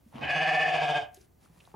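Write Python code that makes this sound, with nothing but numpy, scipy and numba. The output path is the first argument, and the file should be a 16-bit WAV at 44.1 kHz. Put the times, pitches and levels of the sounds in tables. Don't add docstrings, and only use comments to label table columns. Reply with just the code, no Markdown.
import sys
import numpy as np
from scipy import signal
from scipy.fft import rfft, irfft
from scipy.io import wavfile
from scipy.ndimage import uniform_filter1d
from numba import njit

SR = 44100
rng = np.random.default_rng(int(sys.argv[2]) if len(sys.argv) > 2 else 0)


def log_audio(samples):
    frames = np.atleast_2d(samples).T
    limited = np.clip(frames, -1, 1)
    pcm = np.round(limited * 32767).astype(np.int16)
    wavfile.write(sys.argv[1], SR, pcm)


N = 77175
T = np.arange(N) / SR

# frequency_hz, correlation
COHERENCE = [(100, 0.88), (300, 0.38), (700, -0.16), (1500, 0.74), (4000, 0.72), (6500, 1), (8500, -0.15),
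             (14000, 0.019)]
# frequency_hz, level_db
AIR_SPECTRUM = [(25, -12), (60, 3), (160, -5), (300, -8.5), (500, -15.5), (800, -16.5), (1500, -27),
                (4000, -34), (10000, -32), (15500, -28)]
# frequency_hz, level_db
REVERB_SPECTRUM = [(100, -5.5), (200, -9.5), (330, -2), (500, -6.5), (750, -7), (1700, -6), (3000, -2.5),
                   (6000, -2), (9000, 5), (14000, -4.5)]
# delay_s, gain_db
PEN_REFLECTIONS = [(.0042, -7.5), (.0051, -23)]
# centre_s, half_width_s, level_db
STRAW_SCUFFS = [(.165, 0.029, -48), (.25, 0.051, -38.5), (1.45, 0.027, -64), (1.66, 0.18, -65.5)]
# frequency_hz, level_db
SCUFF_SPECTRUM = [(100, -11.5), (260, -2.5), (400, -2), (750, 2.5), (1150, -3), (1450, -11.5),
                  (2200, -10.5), (3000, -15.5), (4000, -22), (12000, -44.5)]
# centre_s, half_width_s, level_db
STRAW_RUSTLES = [(.14, 0.089, -70), (1.16, 0.028, -64), (1.225, 0.038, -66.5), (1.44, 0.037, -67.5),
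                 (1.63, 0.11, -67.5)]
# frequency_hz, level_db
RUSTLE_SPECTRUM = [(500, -38), (1500, 4), (3500, 0.5), (6200, -1), (8500, 0), (11000, 5), (15000, -30)]
# start_s, level_db, pitch_hz
HOOF_THUDS = [(0.061, -46.5, 219), (0.141, -41.5, 135), (0.153, -33.5, 230), (0.213, -33.5, 222),
              (0.232, -43, 83), (1.025, -47, 107.6), (1.173, -46, 381), (1.499, -50, 167),
              (1.573, -51, 175), (1.741, -40, 180)]
# start_s, level_db, centre_hz, t60_s
HOOF_KNOCKS = [(0.126, -53, 840, 0.091), (0.157, -55, 2770, 0.18), (1.145, -45.5, 6200, 0.014),
               (1.144, -47, 10800, 0.016), (1.17, -52, 3740, 0.013), (1.212, -53, 5650, 0.019),
               (1.459, -53.5, 1240, 0.0094), (1.603, -47.5, 2690, 0.027), (1.652, -57, 3600, 0.023),
               (1.675, -44, 756, 0.019), (1.741, -45, 810, 0.11), (1.741, -41.5, 324, 0.041)]

# time_s, pitch_hz, tract_gain_db, hum_level_db
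QUAVER_CRESTS = [(0.23, 140.6, 2.5, -38.5), (0.298, 146.3, -1.5, -45.5), (0.366, 158.9, -1, -34),
                 (0.425, 163.5, 1.5, -38), (0.485, 161.3, 0.5, -38), (0.547, 161.1, -1.5, -38.5),
                 (0.617, 161.1, -2, -42), (0.683, 161, -1.5, -40.5), (0.753, 159, 3.5, -39.5),
                 (0.829, 155.2, 4, -37), (0.903, 152.5, 4, -36), (0.965, 150, -0.5, -37.5),
                 (1.035, 147.8, -11.5, -47.5)]
# time_s, tract_level_db, mouth_hz, mouth_gain_db, upper_gain_db
BLEAT_COURSE = [(.2, -52, 1620, -14, -10), (.23, -40.5, 1616, -2, 4), (.275, -41.5, 1700, 1, 7),
                (.305, -33, 1684, 2.5, 4), (.42, -35, 1698, 3, 4), (.53, -30.5, 1765, -3, 1.5),
                (.63, -29, 1762, 1, 1), (.72, -32.5, 1734, -5.5, -2), (.80, -35, 1627, -8.5, -2.5),
                (.92, -34.5, 1639, -11, -8.5), (.978, -29.5, 1588, 0, -6), (1.02, -29.5, 1584, -46, -15.5),
                (1.07, -48.5, 1603, -15, -1)]
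# time_s, noise_power_fraction
HOARSENESS = [(.22, 0.45), (.33, 0.32), (.42, 0.09), (.75, 0.47), (1.0, 0.26)]
# time_s, centre_hz
VOWEL_FORMANT = [(.23, 767), (.45, 752), (.66, 738), (.78, 736), (.88, 728), (.98, 734.4)]
# centre_hz, width_hz, gain_db
GRUFF_FORMANTS = [(585, 84, -5), (623, 50, -5.5)]
# centre_hz, width_hz, gain_db
UPPER_FORMANTS = [(2346, 330, -3.5), (2515, 137, -4.5), (2809, 277, -6), (4550, 930, -26.5)]
# centre_hz, width_hz, gain_db
OPEN_FORMANTS = [(4550, 440, -23.5), (6240, 400, -21.5)]
# centre_hz, width_hz, gain_db
NARROW_FORMANTS = [(3090, 253, -12.5), (3630, 212, -17)]
# time_s, gain_db
RASP_COURSE = [(.265, -13.5), (.3, 0), (.45, -1.5), (.62, -3.5), (.8, -4), (.97, -4.5)]
# frequency_hz, level_db
RASP_SPECTRUM = [(200, -11.5), (500, 8.5), (1000, 9), (2200, -2), (3400, 10), (4000, -16.5), (4600, -5),
                 (5200, -7), (5750, -11.5), (6300, -12), (8000, -21.5), (12000, -32), (14000, -62)]
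# harmonic_number, gain_db
HUM_HARMONICS = [(1, -4.5), (2, -14)]
# harmonic_number, open_level_db, narrow_level_db
CLEAR_HARMONICS = [(3, -50, -47.5), (4, -31, -35), (6, -63.5, -39), (7, -50.5, -65.5)]

BLEAT_START_S, BLEAT_END_S = 0.1894, 1.109


def from_db(db):
    return 10 ** (np.asarray(db) / 20)


def unit_rms(x):
    return x / np.sqrt(np.mean(x ** 2) + 1e-20)


def curves(rows):
    times, *columns = np.transpose(rows)
    return [np.interp(T, times, column) for column in columns]


def per_bin(spectrum):
    hz, values = np.transpose(spectrum)
    return np.interp(np.log(np.fft.rfftfreq(N, 1 / SR) + 1), np.log(hz), values)


def colour(x, spectrum):
    return irfft(rfft(x) * from_db(per_bin(spectrum)), N)


def band(x, low_hz, high_hz):
    edges_hz = [max(low_hz, 20), min(high_hz, SR / 2 - 20)]
    return signal.sosfilt(signal.butter(2, edges_hz, "band", fs=SR, output="sos"), x)


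def drift(corner_hz):
    pole = np.exp(-2 * np.pi * corner_hz / SR)
    return unit_rms(signal.lfilter([1], [1, -2 * pole, pole * pole], rng.standard_normal(2 * N))[N:])


def decay(start_s, attack_s, t60_s):
    age = np.maximum(T - start_s, 0)
    return (1 - np.exp(-age / attack_s)) * 1000 ** (-age / t60_s)


def diffuse_field(spectrum):
    coherence = np.clip(per_bin(COHERENCE), -1, 1)
    mid, side = rfft(rng.standard_normal((2, N)))
    stereo = irfft(np.sqrt(1 + coherence) * mid + np.sqrt(1 - coherence) * side * [[1], [-1]], N)
    return unit_rms(colour(stereo, spectrum))


def barn_air(level_db=-62.5):
    return from_db(level_db) * diffuse_field(AIR_SPECTRUM)


def barn_reverb(x, gain_db=-2, delay_s=0.00077, crossover_hz=2200, mode_hz=715, mode_db=-61.5):
    noise = diffuse_field(REVERB_SPECTRUM)
    low = signal.sosfiltfilt(signal.butter(2, crossover_hz, fs=SR, output="sos"), noise)
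    tail = low * decay(delay_s, attack_s=0.0066, t60_s=0.32)
    tail += (noise - low) * decay(delay_s, attack_s=0.00059, t60_s=0.12)
    tail /= np.sqrt(np.sum(tail ** 2) / 2)
    tail += from_db(mode_db) * decay(delay_s, attack_s=0.0081, t60_s=0.38) * np.sin(2 * np.pi * mode_hz * T)
    return from_db(gain_db) * signal.fftconvolve(x[None], tail, axes=1)[:, :N]


def pen_reflections(x):
    dull = band(x, low_hz=216, high_hz=1110)
    return np.array([from_db(db) * np.interp(T - delay_s, T, dull, left=0)
                     for delay_s, db in PEN_REFLECTIONS])


def straw(events, spectrum, grain_db):
    swell = sum(from_db(db) * np.exp(-((T - centre_s) / half_width_s) ** 2)
                for centre_s, half_width_s, db in events)
    return swell * unit_rms(diffuse_field(spectrum) * from_db(grain_db * drift(290)))


def hoof_thuds(attack_s=0.0017, t60_cycles=21.3):
    return sum(from_db(db) * decay(start_s, attack_s, t60_cycles / hz)
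               * np.sin(2 * np.pi * hz * (T - start_s)) for start_s, db, hz in HOOF_THUDS)


def hoof_knocks(attack_s=0.00063, width_octaves=0.5):
    spread = 2 ** (width_octaves / 2)
    knocks = np.zeros(N)
    for start_s, db, hz, t60_s in HOOF_KNOCKS:
        noise = unit_rms(band(rng.standard_normal(N), hz / spread, hz * spread))
        knocks += from_db(db) * decay(start_s, attack_s, t60_s) * noise
    return knocks


@njit
def resonator(x, angle, radius):
    y = np.zeros(len(x))
    for i in range(2, len(x)):
        y[i] = x[i] - x[i - 2] + 2 * radius * np.cos(angle[i]) * y[i - 1] - radius * radius * y[i - 2]
    return y


def formant(x, hz, width_hz):
    ring = resonator(x, 2 * np.pi * hz / SR * np.ones(N), np.exp(-np.pi * width_hz / SR))
    reach_hz = (3.5 * width_hz + np.ptp(hz)) / 2
    ring = band(ring, np.mean(hz) - reach_hz, np.mean(hz) + reach_hz)
    return ring / np.sqrt(uniform_filter1d(ring * ring, size=2000) + 1e-12)


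def formant_bank(x, formants):
    return sum(from_db(db) * formant(x, hz, width_hz) for hz, width_hz, db in formants)


def quaver_dip(lag_s=0):
    crests_s = np.array(QUAVER_CRESTS)[:, 0]
    crest_count = np.interp(T - lag_s, crests_s, np.arange(len(crests_s)))
    return np.abs(np.sin(np.pi * crest_count)) ** 3


def harmonic(cycles, number):
    return np.sqrt(2) * np.sin(2 * np.pi * round(number) * cycles)


def glottis(cycles, hoarse, shimmer_db=0.03, air_pulsing=0.49, extra_noise=0.35):
    pulses = unit_rms(np.diff(np.floor(cycles), prepend=0) * from_db(shimmer_db * drift(120)))
    breath = unit_rms(rng.standard_normal(N) * np.exp(-air_pulsing * (cycles % 1)))
    shares = hoarse, np.clip(hoarse + extra_noise, 0, 1)
    return [np.sqrt(1 - share) * pulses + np.sqrt(share) * breath for share in shares]


def vocal_tract(voice, rough, dip, late_dip, clear, narrowed):
    level_db, mouth_hz, mouth_db, upper_db = curves(BLEAT_COURSE)
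    opened = np.interp(T, (0.33, 0.24, 0.53), [0, 1, 0])
    gruff = 1 - clear
    vowel_db = 1.5 - 1.5 * narrowed * dip - 2 * gruff
    vowel = from_db(vowel_db) * formant(voice, curves(VOWEL_FORMANT)[0], width_hz=57)
    growl = from_db(-22.5 * late_dip) * gruff * formant_bank(rough, GRUFF_FORMANTS)
    mouth = from_db(mouth_db) * formant(voice, mouth_hz, width_hz=44)
    upper = from_db(upper_db) * formant_bank(rough, UPPER_FORMANTS)
    upper += opened * formant_bank(rough, OPEN_FORMANTS)
    upper += narrowed * formant_bank(voice, NARROW_FORMANTS)
    upper *= from_db(-5 * dip)
    rasp = from_db(curves(RASP_COURSE)[0] - 6 * dip) * unit_rms(colour(rough, RASP_SPECTRUM))
    return from_db(level_db) * (vowel + growl + mouth + upper + rasp)


def hum(cycles, hoarse, fade_s=0.12):
    tone = sum(from_db(db) * (1 - hoarse if number > 1 else 1) * harmonic(cycles, number)
               for number, db in HUM_HARMONICS)
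    return tone * np.clip((BLEAT_END_S - T) / fade_s, 0, 1) ** 2


def overtones(cycles, narrowed):
    return sum(from_db(open_db + (narrow_db - open_db) * narrowed) * harmonic(cycles, number)
               for number, open_db, narrow_db in CLEAR_HARMONICS)


def bleat(pitch_dip_hz=14, jitter=0.0069, fade_s=0.052):
    dip, late_dip = quaver_dip(), quaver_dip(lag_s=0.0028)
    crest_hz, crest_db, hum_db = curves(QUAVER_CRESTS)
    pitch_hz = (crest_hz - pitch_dip_hz * dip) * (1 + jitter * drift(70))
    cycles = np.cumsum(pitch_hz) / SR
    hoarse = np.clip(curves(HOARSENESS)[0], 0, 1)
    clear = np.interp(T, (0.319, 0.41, 0.976, 1.02), [0, 1, 1, 0])
    narrowed = np.interp(T, (0.59, 0.81), [0, 1])
    voice, rough = glottis(cycles, hoarse)
    call = from_db(crest_db) * vocal_tract(voice, rough, dip, late_dip, clear, narrowed)
    call += from_db(hum_db - 14 * late_dip) * hum(cycles, hoarse)
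    call += from_db(-18.5 * late_dip) * clear * overtones(cycles, narrowed)
    return call * np.clip(np.minimum(T - BLEAT_START_S, BLEAT_END_S - T) / fade_s, 0, 1)


def scene():
    soft, knocks = bleat() + hoof_thuds(), hoof_knocks()
    direct = soft + knocks
    scuffs = straw(STRAW_SCUFFS, SCUFF_SPECTRUM, grain_db=3.5)
    rustles = straw(STRAW_RUSTLES, RUSTLE_SPECTRUM, grain_db=2)
    reverb = barn_reverb(soft + from_db(-9) * knocks)
    return direct + pen_reflections(direct) + reverb + scuffs + rustles + barn_air()


def record(dry, low_cut_hz=41, stopband_hz=16700):
    heard = signal.sosfilt(signal.butter(2, low_cut_hz, "high", fs=SR, output="sos"), dry)
    return signal.sosfilt(signal.cheby2(14, 70, stopband_hz, fs=SR, output="sos"), heard)


dry = scene()
out = record(dry)
log_audio(out)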